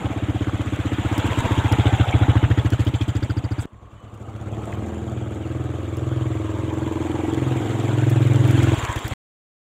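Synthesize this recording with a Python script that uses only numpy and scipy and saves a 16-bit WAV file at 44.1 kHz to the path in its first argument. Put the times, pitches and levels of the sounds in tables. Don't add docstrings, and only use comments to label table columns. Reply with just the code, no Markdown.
import sys
import numpy as np
from scipy import signal
from scipy.io import wavfile
from scipy.ndimage import uniform_filter1d

SR = 44100
rng = np.random.default_rng(int(sys.argv[2]) if len(sys.argv) > 2 else 0)


def unload_wav(signal):
    wavfile.write(
        sys.argv[1],
        SR,
        np.round(np.clip(np.atleast_2d(signal).T, -1, 1) * 32767).astype(np.int16),
    )


def magnitude_from_level(level_db):
    exponent = np.asarray(level_db, float) / 20
    return 10 ** exponent


N = 423801

CUTS = [
    3.656,
    8.756,
    9.137,
]
# t/s, rate/firings per s
SPEED = [
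    [(0, 17.282), (.3, 16.135), (.55, 16.05), (.75, 15.295), (1.25, 15.49), (1.7, 14.221), (2.25, 13.988),
     (2.45, 13.538), (2.85, 13.938), (3.66, 13.964)],
    [(3.66, 11.641), (3.95, 8.708), (4.45, 17.655), (4.75, 20.454), (5.15, 20.432), (5.75, 21.371),
     (6.3, 21.053), (6.75, 21.602), (7.35, 21.866), (7.85, 21.263), (8.25, 21.653), (8.77, 21.255)],
    [(8.75, 20.191), (8.9, 14.946), (9.02, 10.61), (9.14, 19.941)],
]
CRANK_AT_START = [.248, .332, .58]
# t/s, thump level/dB, pipe pointing away/0-1
PUTTER = [(0, -14, 0.38), (.9, -15.5, 0), (1.25, -12.5, 0), (1.75, -7, 0.8), (2.3, -5.5, 0.8),
          (2.55, -7.5, 0.85), (3.1, -12, 0.75), (3.655, -16, 0.66), (3.66, -38, 0.9), (3.95, -35.5, 0.9),
          (4.2, -27, 0.8), (4.5, -21.5, 0.36), (4.78, -19.5, 0), (8.76, -18, 0.6), (9.14, -18.5, 0.8)]
# t/s, bark level/dB, thump level/dB, late/ms
MISFIRES = [
    (.102, -1, -5.5, -1.5),
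    (.16, -1.5, -3.5, -1.5),
    (.657, -5, -1, 3),
    (1.306, -24, -2.5, -7.5),
    (1.44, -13, -4.5, -1.5),
    (1.645, -1.5, -1.5, -0.5),
    (1.924, -3.5, -1.5, -2.5),
    (2.07, -18.5, -7.5, 6),
    (4.62, -3, 0, -1),
    (4.67, 1, -5, 1),
]
# f/Hz (negative starts with suction), level/dB, rise/ms, start/ms
BARK = [(295, 0, 3.9, .1), (-195, -10.5, 6.5, 1.5), (510, -20, 5, 0)]
# f/Hz, level/dB, rise/ms, start/ms
THUMP = [(-108, 0, 12.4, 0), (-78, -9, 13, 7)]
# f/Hz, level/dB, rise/ms, start/ms
PAVING = [(128, 0, 15, 15.7)]
# t/s, level/dB, dulling by distance/dB
CLATTER = [(0, -32, 2), (.32, -33.5, 2.5), (.98, -32.5, -1.5), (1.32, -28, -1.5), (1.99, -30, -1.5),
           (3.51, -40.5, 1.5), (3.65, -39, -1.5), (3.66, -55, 5.5), (3.98, -47.5, 7), (4.65, -33.5, 9.5),
           (5.18, -37, 7.5), (6.33, -37.5, 3), (6.77, -32.5, 7), (7.65, -31, 3), (8.31, -32.5, 0.5),
           (8.64, -29.5, -2), (8.95, -32.5, -3), (9.14, -31.5, 0)]
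# f/Hz, level/dB per Hz
CLATTER_COLOUR = [(240, -31), (400, -1), (527, -8), (717, -5), (823, -8.5), (1230, -14), (1350, -9),
                  (1800, -13), (2230, -12.5), (2560, -15), (3380, -14), (5120, -39), (7290, -21.5),
                  (9030, -36.5), (15700, -44)]
# t/s, level/dB
FIZZ_PUFF_DB = [(1.4, -1), (2.2, -34.5), (2.75, 6.5), (3.1, 9), (3.65, 3), (3.66, -0.5)]
# f/Hz, width/Hz, level/dB against the cover
RATTLE = [(1590, 110, -16), (1950, 350, -29), (3310, 120, -20), (4900, 190, -42)]
# f/Hz, level/dB per Hz
YARD_RUMBLE = [(15, -49), (25, -24), (108, -3), (177, -10.5), (292, -1), (356, -22.5), (500, -29.5),
               (650, -57), (1100, -120)]
# f/Hz, level/dB per Hz
LANE_RUMBLE = [(15, -55), (42, -36), (108, -7), (170, -26), (292, -3.5), (356, -17), (500, -30.5),
               (650, -57)]
# middle t/s, length/s, f/Hz, width/Hz, peak level/dB
BUZZES = [(2.4, 0.25, 1450, 430, -40.5), (2.55, .3, 1700, 440, -37.5), (2.73, 0.17, 2700, 600, -45),
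          (2.98, 0.26, 3130, 340, -39), (2.96, 0.19, 2570, 500, -43.5), (3.28, 0.32, 1410, 350, -43.5),
          (3.2, 0.19, 3450, 300, -50), (3.46, 0.83, 4700, 250, -51), (3.58, 0.19, 1370, 260, -46),
          (2.95, .8, 16000, 3000, -63.5), (2.72, 0.31, 4250, 500, -55), (0.56, 1.1, 940, 700, -46)]
# t/s, delay/s
BUZZ_LATE = [(2.6, .010), (2.72, .004)]
# t/s, f/Hz, level/dB
WHINE = [(0, 840, -37.5), (.6, 820, -78), (1.1, 900, -36), (1.5, 960, -32.5), (1.9, 763, -33),
         (2.3, 795, -33), (2.7, 890, -47), (3.655, 890, -49), (3.657, 1050, -57.5), (4.45, 1270, -53.5),
         (4.8, 1340, -60), (6.4, 1150, -46), (8.0, 950, -68), (8.9, 1032, -33), (9.14, 1000, -49.5)]
# t/s, f/Hz, width/Hz, level/dB
THUDS = [(.766, 564, 250, -23), (.494, 1150, 493, -23), (.555, 1350, 396, -34), (.868, 2000, 600, -36),
         (4.395, 920, 500, -42), (6.82, 950, 400, -30), (9.078, 14000, 2000, -37), (4.822, 750, 400, -34),
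         (5.69, 700, 400, -35), (5.737, 750, 400, -38), (6.958, 900, 500, -35)]
# t/s, peak level/dB, dull part level/dB, t60/s
CLICKS = [(1.1657, -48, -5, 0.022), (1.179, -37, 7.5, 0.028), (1.267, -32, -5, 0.0096),
          (1.723, -37, 7.5, 0.026), (1.9634, -44, -8, 0.025), (2.0497, -49, -9, 0.025),
          (2.7033, -35, -3, 0.019), (2.8494, -38.5, -7, 0.021), (4.1405, -55, -4, 0.068),
          (5.9695, -43, 1, 0.02), (8.097, -31, -16, 0.067), (8.2721, -39, -4, 0.027),
          (8.4761, -33, -7, 0.025), (8.5101, -32, -4, 0.029), (8.631, -34, -5, 0.052),
          (8.7829, -39, -4, 0.025), (8.8418, -42, -0.5, 0.03), (8.9595, -34, -2.5, 0.025),
          (8.9894, -38.5, 0, 0.027), (9.0558, -39.5, -4, 0.023), (9.0803, -28, -7, 0.017)]
# f/Hz, width/Hz, level/dB
JINGLE = [(7800, 520, -44.5), (11700, 700, -68), (14200, 700, -62)]
# f/Hz, level/dB, rise/ms
LANE_BARK = [(324, 4, 7.7), (258, -5.5, 4.1), (442, -9, 6.4), (523, -13.5, 4.2), (663, -14, 3.9)]
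CYCLES_TO_CREST = [1.75, .75, 1.75, 2.75, 2.75]
# f/Hz, level/dB, rise/ms, start/ms
CASING = [(405, 0.5, 13, 3.5), (533.7, -0.5, 14.3, 2), (617, 4.5, 14.6, 3.11), (736, -5, 9.1, 2.3),
          (883, -6, 8, 2.9), (991, -3, 5.8, 8.12), (1619, -4.5, 5.3, 10)]
# f/Hz, level/dB, rise/ms, start/ms
LOW_NOTE = [(-215, 0, 8.7, 0.24)]
# f/Hz, level/dB, rise/ms, start/ms
MIDDLE_NOTE = [(297, 0, 6.5, 0.67)]
# t/s, low note level/dB, middle note level/dB against the bark
PIPE_DB = [(3.66, -1, -11), (5.1, -10, -16.5), (5.6, -16, -7.5), (6.3, -23, -21), (7.2, -21, -14.5),
           (7.7, -15, -10), (8.1, -20, -20.5), (8.6, -15.5, -7), (8.8, -19.5, -22)]
# t/s, low note late/ms, middle note late/ms, far echo/ms, far echo level/dB against the near one
WALL_LAG = [(4.76, 0, 0.5, 26.5, -1), (5.6, -4, 0.5, 29.4, -3.5), (7.2, -5, 1, 25, 6),
            (7.6, -3.5, 4, 19, 4), (7.85, -3.5, 3, 19, -2), (8.1, 8, 6, 18.2, -6.5),
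            (8.5, 10.5, 16.5, 20, 5), (8.75, 13.5, 17.5, 20.3, 2), (8.77, 1, 3, 20, 0)]
# f/Hz, level/dB, rise/ms, start/ms
LANE_HUM = [(68, 0, 12, 3.2)]
# t/s, level/dB against the thump
HUM_DB = [(3.9, 0), (4.3, -18), (8.75, -18), (8.76, -3)]
# t/s, level/dB
REPEAT_DB = [(3.9, 3), (4.1, 2), (4.3, -4), (4.8, -4)]
# t/s, length/s, from f/Hz, to f/Hz, level/dB
BIRDS = [
    (3.93, .19, 3000, 2985, -62),
    (4.486, 0.035, 3200, 2430, -54),
    (5.43, .035, 3100, 2400, -48),
]
# t/s, cancelled f/Hz, depth/0-1
GROUND = [(4.6, 960, 0.3), (5.2, 1050, 0.7), (6.2, 835, 0.4), (7.0, 697, 0.7), (7.8, 580, 0.34),
          (8.3, 560, 0), (8.7, 560, 0.1)]
# t/s, bark level/dB, bark wall echo/dB, bark late/ms, boom level/dB
LANE = [(4.76, -27, -1.5, 3, -40), (4.97, -28, -1, 0.5, -41), (5.2, -27, -6, -0.5, -33.5),
        (5.5, -24.5, -14, 1, -35.5), (5.76, -25, -11.5, 0, -34.5), (6.25, -23.5, -14, 0, -29),
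        (6.6, -24, -7, 0.5, -30), (6.95, -20, -22, 0.5, -38.5), (7.25, -19.5, -16, 2.5, -35),
        (7.5, -20, -14, 3.5, -31.5), (7.85, -22.5, -1.5, 4.5, -26), (8.1, -18.5, -12.5, -2.5, -21),
        (8.4, -23, -1.5, -2, -19.5), (8.6, -20, -9, -3, -21), (8.76, -16, -19.5, -0.5, -24)]
# t/s, extra path/wavelengths, strength
WALL = [(4.76, -.6, .8), (5.38, .5, 1.8), (5.85, 1.5, 1.4), (6.45, 2.5, 1.3), (6.65, 2.5, -0.4),
        (6.85, 3, 2), (7.22, 5.5, 1), (7.5, 6, 3), (7.78, 7, 0), (8., 7, 0.6)]
# t/s, lag/share of a cycle
BOOM_LAG = [(4.76, .33), (7.2, .33), (7.6, .37), (8.76, .38)]
# t/s, level/dB
DRONE = [(4.76, -35), (4.95, -33), (5.25, -36), (5.65, -31.5), (7.45, -32), (7.9, -44), (8.65, -24.5)]
ORDER_DB = [1, -2, -17.5]

T = np.arange(N) / SR
IN_YARD = T < CUTS[0]


def evened(x):
    return x / np.sqrt(np.mean(x ** 2) + 1e-20)


def curve(rows):
    s, *columns = np.transpose(rows)
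    return [np.interp(T, s, c) for c in columns]


def add(mix, s, sound):
    part = mix[max(round(s * SR), 0):][:len(sound)]
    part += sound[:len(part)]


def train(times, gains):
    out = np.zeros(N)
    i = np.round(np.asarray(times) * SR).astype(int)
    np.add.at(out, np.clip(i, 0, N - 1), gains)
    return out


def delayed(x, late_ms):
    i = np.flatnonzero(x)
    return train(i / SR + late_ms[i] / 1000, x[i])


def ring(modes, order):
    t, out = np.arange(4400) / SR, 0
    for hz, db, rise, start in modes:
        age = np.maximum(t - (start + 1) / 1000, 0)
        u = age / (rise / 1000)
        swell = (u * np.exp(1 - u)) ** order
        out = out + magnitude_from_level(db) * swell * np.sin(2 * np.pi * hz * age)
    return out / abs(out).max()


def resonate(x, hz, width):
    turn = np.exp(2j * np.pi * np.cumsum(hz * np.ones(len(x))) / SR)
    r = np.exp(-np.pi * width / SR)
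    return 2 * (turn * signal.lfilter([1 - r], [1, -r], x / turn)).real


def resonate_twice(x, hz, width):
    return resonate(resonate(x, hz, width), hz, width)


def noise(points, patchy_db):
    frames, hz = N // 128 + 6, np.fft.rfftfreq(512, 1 / SR)
    a, b, patches = rng.standard_normal((frames, 257, 3)).T
    patches = evened(uniform_filter1d(uniform_filter1d(patches, 5, 0), 6, 1))
    f, level_db = np.transpose(points)
    colour_db = np.interp(np.log(hz + 1), np.log(f), level_db)[:, None]
    return hz, (a + 1j * b) * magnitude_from_level(colour_db + patchy_db * patches)


def band(hz, z, lo, hi):
    kept = z * ((hz >= lo) & (hz < hi))[:, None]
    return evened(signal.istft(kept, nperseg=512, noverlap=384)[1][:N])


def crank():
    starts, moments, counts = [0] + CUTS, [], []
    for k, rows in enumerate(SPEED):
        running = T >= rows[0][0]
        turns = CRANK_AT_START[k] + np.cumsum(curve(rows)[0] * running) / SR
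        at = np.flatnonzero(np.diff(np.floor(turns)) > 0) / SR
        moments.append(at[(at > starts[k]) & (at < starts[k + 1])])
        counts.append(turns)
    return counts[1], np.concatenate(moments)


def frame():
    t, luck = np.arange(4400) / SR, rng.random((36, 3))
    t60_s, tilt_db = 0.15, -7.5
    hz = np.geomspace(470, 2400, num=36) * (1 + 0.04 * luck[:, 0])
    sizes = magnitude_from_level(tilt_db * np.log2(hz / hz[0]) / 2 + 2.7 * luck[:, 1])
    modes = np.sin(2 * np.pi * (hz[:, None] * t + luck[:, 2:]))
    out = sizes @ modes * magnitude_from_level(-60 * t / t60_s) * np.minimum(t / 0.0021, 1)
    return out / abs(out).max()


def putter(at):
    bark, thump = ring(BARK, order=1), ring(THUMP, order=2.5)
    level_db, away = (c[(at * SR).astype(int)] for c in curve(PUTTER))
    weak = np.zeros((len(at), 3))
    for s, *loss in MISFIRES:
        weak[abs(at - s).argmin()] = loss
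    uneven_db = -0.8 * rng.standard_normal((len(at), 2))
    barks = magnitude_from_level(level_db - 2 - 6.5 * away + weak[:, 0] + uneven_db[:, 0])
    thumps = magnitude_from_level(level_db + weak[:, 1] + .5 * uneven_db[:, 1])
    s = at + weak[:, 2] / 1000 - .001

    paved = at < CUTS[0]
    yard = signal.oaconvolve(train(s, paved * barks * magnitude_from_level(2.0)), bark + magnitude_from_level(-19.5) * frame())
    yard += signal.oaconvolve(train(s, paved * thumps), thump)
    rung = paved * thumps * magnitude_from_level(-26.5 + 16.5 * away)
    yard += signal.oaconvolve(train(s, rung), ring(PAVING, order=2.5))

    barks, thumps, walled = barks * ~paved, thumps * ~paved, s < CUTS[1]
    late = s + 0.0046 * walled
    repeats = walled * thumps * magnitude_from_level(np.interp(s, *np.transpose(REPEAT_DB)))
    thumps = train(late, thumps)
    thumps += train(late + 0.027, repeats * magnitude_from_level(-4.5)) + train(late + 0.0474, repeats * magnitude_from_level(-6.5))
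    echo = train(s + 0.02, walled * barks * magnitude_from_level(-3.5))
    barks = train(s + 0.0089 * ~walled, barks * magnitude_from_level(-2.5)) + echo
    far = lane_bark(barks) + signal.oaconvolve(thumps, thump)[:N]
    hum = thumps * magnitude_from_level(curve(HUM_DB)[0])
    far += signal.oaconvolve(hum, ring(LANE_HUM, order=2.5))[:N]
    return yard[:N] * IN_YARD + far


def clatter(fired):
    case_db, dull_db = curve(CLATTER)
    cover_db = case_db - 6 - dull_db
    after_yard_db = 3 * ~IN_YARD
    fizz_db = case_db - 15 - 0.83 * dull_db + after_yard_db
    puff_db = -15 + 15 * curve(PUTTER)[1] ** 2 * IN_YARD + 2 * ~IN_YARD

    luck = magnitude_from_level(1.7 * rng.standard_normal((len(fired), 3)))
    jolts = train(fired + 0.00081, 0.81 * luck[:, 0])
    jolts += train(fired + .013, luck[:, 1]) + train(fired + .022, 0.59 * luck[:, 2])
    t = np.arange(1300) / SR
    shake = signal.oaconvolve(jolts, np.exp(-t / 0.0074) * np.minimum(t / 0.0012, 1))[:N]
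    jolt = magnitude_from_level(puff_db) * shake

    ticks = magnitude_from_level(5.58 * np.minimum(rng.exponential(1, N), 5)) * (rng.random(N) < 160 / SR)
    grain = 1 + 0.2 * signal.oaconvolve(ticks, np.exp(-np.arange(300) / SR / 0.0013))[:N]

    hz, z = noise(CLATTER_COLOUR, patchy_db=3.0)
    out = magnitude_from_level(case_db - 8.0) * band(hz, z, 380, 1200) * (1 + 5.0 * jolt)
    out += magnitude_from_level(cover_db - 2.2) * band(hz, z, 1200, 4110) * (1 + 2.84 * jolt) * grain ** 0.44
    fizz_jolt = 3.2 * jolt * magnitude_from_level(curve(FIZZ_PUFF_DB)[0])
    out += magnitude_from_level(fizz_db - 3.0) * band(hz, z, 4174, 16000) * (1 + fizz_jolt) * grain / 1.465
    out += rattles(jolts, shake, cover_db) + buzzing(fired)
    out += pings(case_db - 10.5, 514, 1254.0, per_s=700) + pings(cover_db - 12.5, 1316, 3700, per_s=500)
    return out + rumble(case_db)


def rattles(jolts, shake, cover_db):
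    scuffle = rng.standard_normal(N) * abs(shake) ** 1.5
    drive = scuffle + 6.0 * jolts
    return sum(magnitude_from_level(cover_db + db) * evened(resonate(drive, f, w)) for f, w, db in RATTLE)


def pings(level_db, lo, hi, per_s):
    knocks = magnitude_from_level(5.3 * np.minimum(rng.exponential(1, N), 2.5)) * (rng.random(N) < per_s / SR)
    part, t, out = rng.integers(0, 8, N), np.arange(1500) / SR, 0
    swell = np.exp(-t / 0.0065) * (1 - np.exp(-t / .002))
    for k, f in enumerate(np.geomspace(lo, hi, num=8)):
        out = out + signal.oaconvolve(knocks * (part == k), swell * np.sin(2 * np.pi * f * t))[:N]
    return magnitude_from_level(level_db) * evened(out)


def rumble(case_db):
    yard = magnitude_from_level(-2.5) * band(*noise(YARD_RUMBLE, patchy_db=5.5), 20, 460)
    lane = magnitude_from_level(-6.5) * band(*noise(LANE_RUMBLE, patchy_db=3.0), 20, 460)
    return magnitude_from_level(case_db) * np.where(IN_YARD, yard, lane)


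def buzzing(fired):
    t = np.arange(round(CUTS[0] * SR)) / SR
    u = np.linspace(0, 1, int(.016 * SR))
    scuff = np.minimum(u / .05, 1) * np.sqrt(1 - u)
    luck = magnitude_from_level(1.5 * rng.standard_normal(len(fired)))
    late = fired + np.interp(fired, *np.transpose(BUZZ_LATE))
    stroke = signal.oaconvolve(train(late, luck), scuff)[:len(t)]
    drive = stroke * rng.standard_normal(len(t))
    out = np.zeros(N)
    for s, length, hz, width, db in BUZZES:
        swell = np.exp(-(2 * (t - s) / length) ** 2)
        buzz = evened(resonate(resonate(drive, hz, width), hz, 2 * width))
        out[:len(t)] += magnitude_from_level(db) * swell * buzz
    return out


def whine():
    hz, level_db = curve(WHINE)
    return magnitude_from_level(level_db) * evened(resonate_twice(rng.standard_normal(N), hz, 230))


def thuds():
    out, fade = np.zeros(N), np.exp(-np.arange(400) / SR / 0.0036)
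    for s, hz, width, db in THUDS:
        add(out, s, magnitude_from_level(db) * evened(resonate_twice(rng.standard_normal(400), hz, width)) * fade)
    return out


def clicks():
    out, t = np.zeros(N), np.arange(2000) / SR
    for s, db, dull_db, t60 in CLICKS:
        snap = rng.standard_normal(2000)
        bright = np.diff(snap, prepend=0) / 3
        add(out, s, magnitude_from_level(db - 60 * t / max(t60, .004)) * (bright + magnitude_from_level(dull_db) * snap))
    return signal.lfilter([1, 0, -.3], [1], out - 2.3 * resonate(out, 4600, 3700))


def brake_squeak():
    out = np.zeros(N)
    squeak = evened(resonate_twice(rng.standard_normal(2200), 2300, 300))
    add(out, 2.108, magnitude_from_level(-31.0) * squeak * np.hanning(2200))
    return out


def scrape():
    out = np.zeros(N)
    jingle = sum(magnitude_from_level(db) * evened(resonate(rng.standard_normal(2600), f, w)) for f, w, db in JINGLE)
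    add(out, 3.588, jingle * np.hanning(2600))
    return out


def lane_bark(kicks):
    crest_ms = 5.45
    notes = []
    for (hz, db, rise), cycles in zip(LANE_BARK, CYCLES_TO_CREST):
        notes.append((hz, db, rise, crest_ms - 1000 * cycles / hz))
    low_db, middle_db = curve(PIPE_DB)
    low_ms, middle_ms = curve(WALL_LAG)[:2]
    low = signal.oaconvolve(delayed(kicks * magnitude_from_level(low_db), low_ms), ring(LOW_NOTE, order=1))
    low += signal.oaconvolve(delayed(kicks * magnitude_from_level(middle_db), middle_ms), ring(MIDDLE_NOTE, order=1))
    bark = ring(notes, order=1) + magnitude_from_level(-16) * ring(CASING, order=1) + magnitude_from_level(-17.5) * frame()
    return (signal.oaconvolve(kicks, bark) + low)[:N]


def birds():
    out = np.zeros(N)
    for s, length, from_hz, to_hz, db in BIRDS:
        hz = np.linspace(from_hz, to_hz, int(length * SR))
        chirp = np.sin(2 * np.pi * np.cumsum(hz) / SR)
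        add(out, s, magnitude_from_level(db) * chirp * signal.windows.tukey(len(hz), .5))
    return out


def grounded(x):
    hz, depth = curve(GROUND)
    width_hz = 170
    return x + depth * (.6 * resonate(x, 1.32 * hz, width_hz) - resonate(x, hz, width_hz))


def stone_knock():
    out = np.zeros(N)
    hit = rng.standard_normal(500) * np.hanning(500)
    knock = evened(resonate_twice(hit, 1800, 700) + 0.08 * resonate_twice(hit, 3100, 900))
    add(out, 4.722, magnitude_from_level(-38.5) * knock * np.hanning(500))
    return out


def cruise(turns, at):
    bark_db, echo_db, late_ms, boom_db = curve(LANE)
    path, strength = curve(WALL)
    far_ms, far_db = curve(WALL_LAG)[2:]
    lag = curve(BOOM_LAG)[0]
    waves = [np.exp(2j * np.pi * (k * turns - .77 - (k - 5) * lag)) for k in range(3, 8)]
    wall = 1 + strength * np.exp(-2j * np.pi * path)
    waves[3:] = [w * wall for w in waves[3:]]
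    levels_db = [-51, curve(DRONE)[0]] + [boom_db + db for db in ORDER_DB]
    boom = np.sqrt(2) * sum(magnitude_from_level(db) * w.real for db, w in zip(levels_db, waves))
    boom *= np.interp(T, [4.77, 4.83, 8.745, 8.756], [0, 1, 1, 0])

    i = (at * SR).astype(int)
    size = magnitude_from_level(bark_db[i] + 6.5 + 0.37 * rng.standard_normal(len(i)))
    heard = at + late_ms[i] / 1000
    kicks = train(heard - .001, size)
    kicks += train(heard + 0.00961, size * magnitude_from_level(echo_db[i]))
    kicks += train(heard + far_ms[i] / 1000, size * magnitude_from_level(echo_db[i] + far_db[i]))
    return boom + lane_bark(kicks) * (T < CUTS[1])


def scene():
    turns, fired = crank()
    merge_s = 4.79
    even = (fired > merge_s) & (fired < CUTS[1])
    engine = putter(fired[~even]) + cruise(turns, fired[even]) + clatter(fired)
    hits = thuds() + clicks() + brake_squeak() + scrape() + stone_knock()
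    return (grounded(engine) + whine() + hits + birds())[None]


def low_pass(x):
    return signal.sosfilt(signal.butter(12, 16470, fs=SR, output="sos"), x)


def record(dry):
    lowpass = signal.firwin(511, 15700, window=("kaiser", 9), fs=SR)
    limited = signal.oaconvolve(dry, lowpass[None], "same")
    limited = signal.sosfilt(signal.butter(2, 32, "high", fs=SR, output="sos"), limited)
    return low_pass(limited * (T < CUTS[2]))


dry = scene()
out = record(dry)
unload_wav(out)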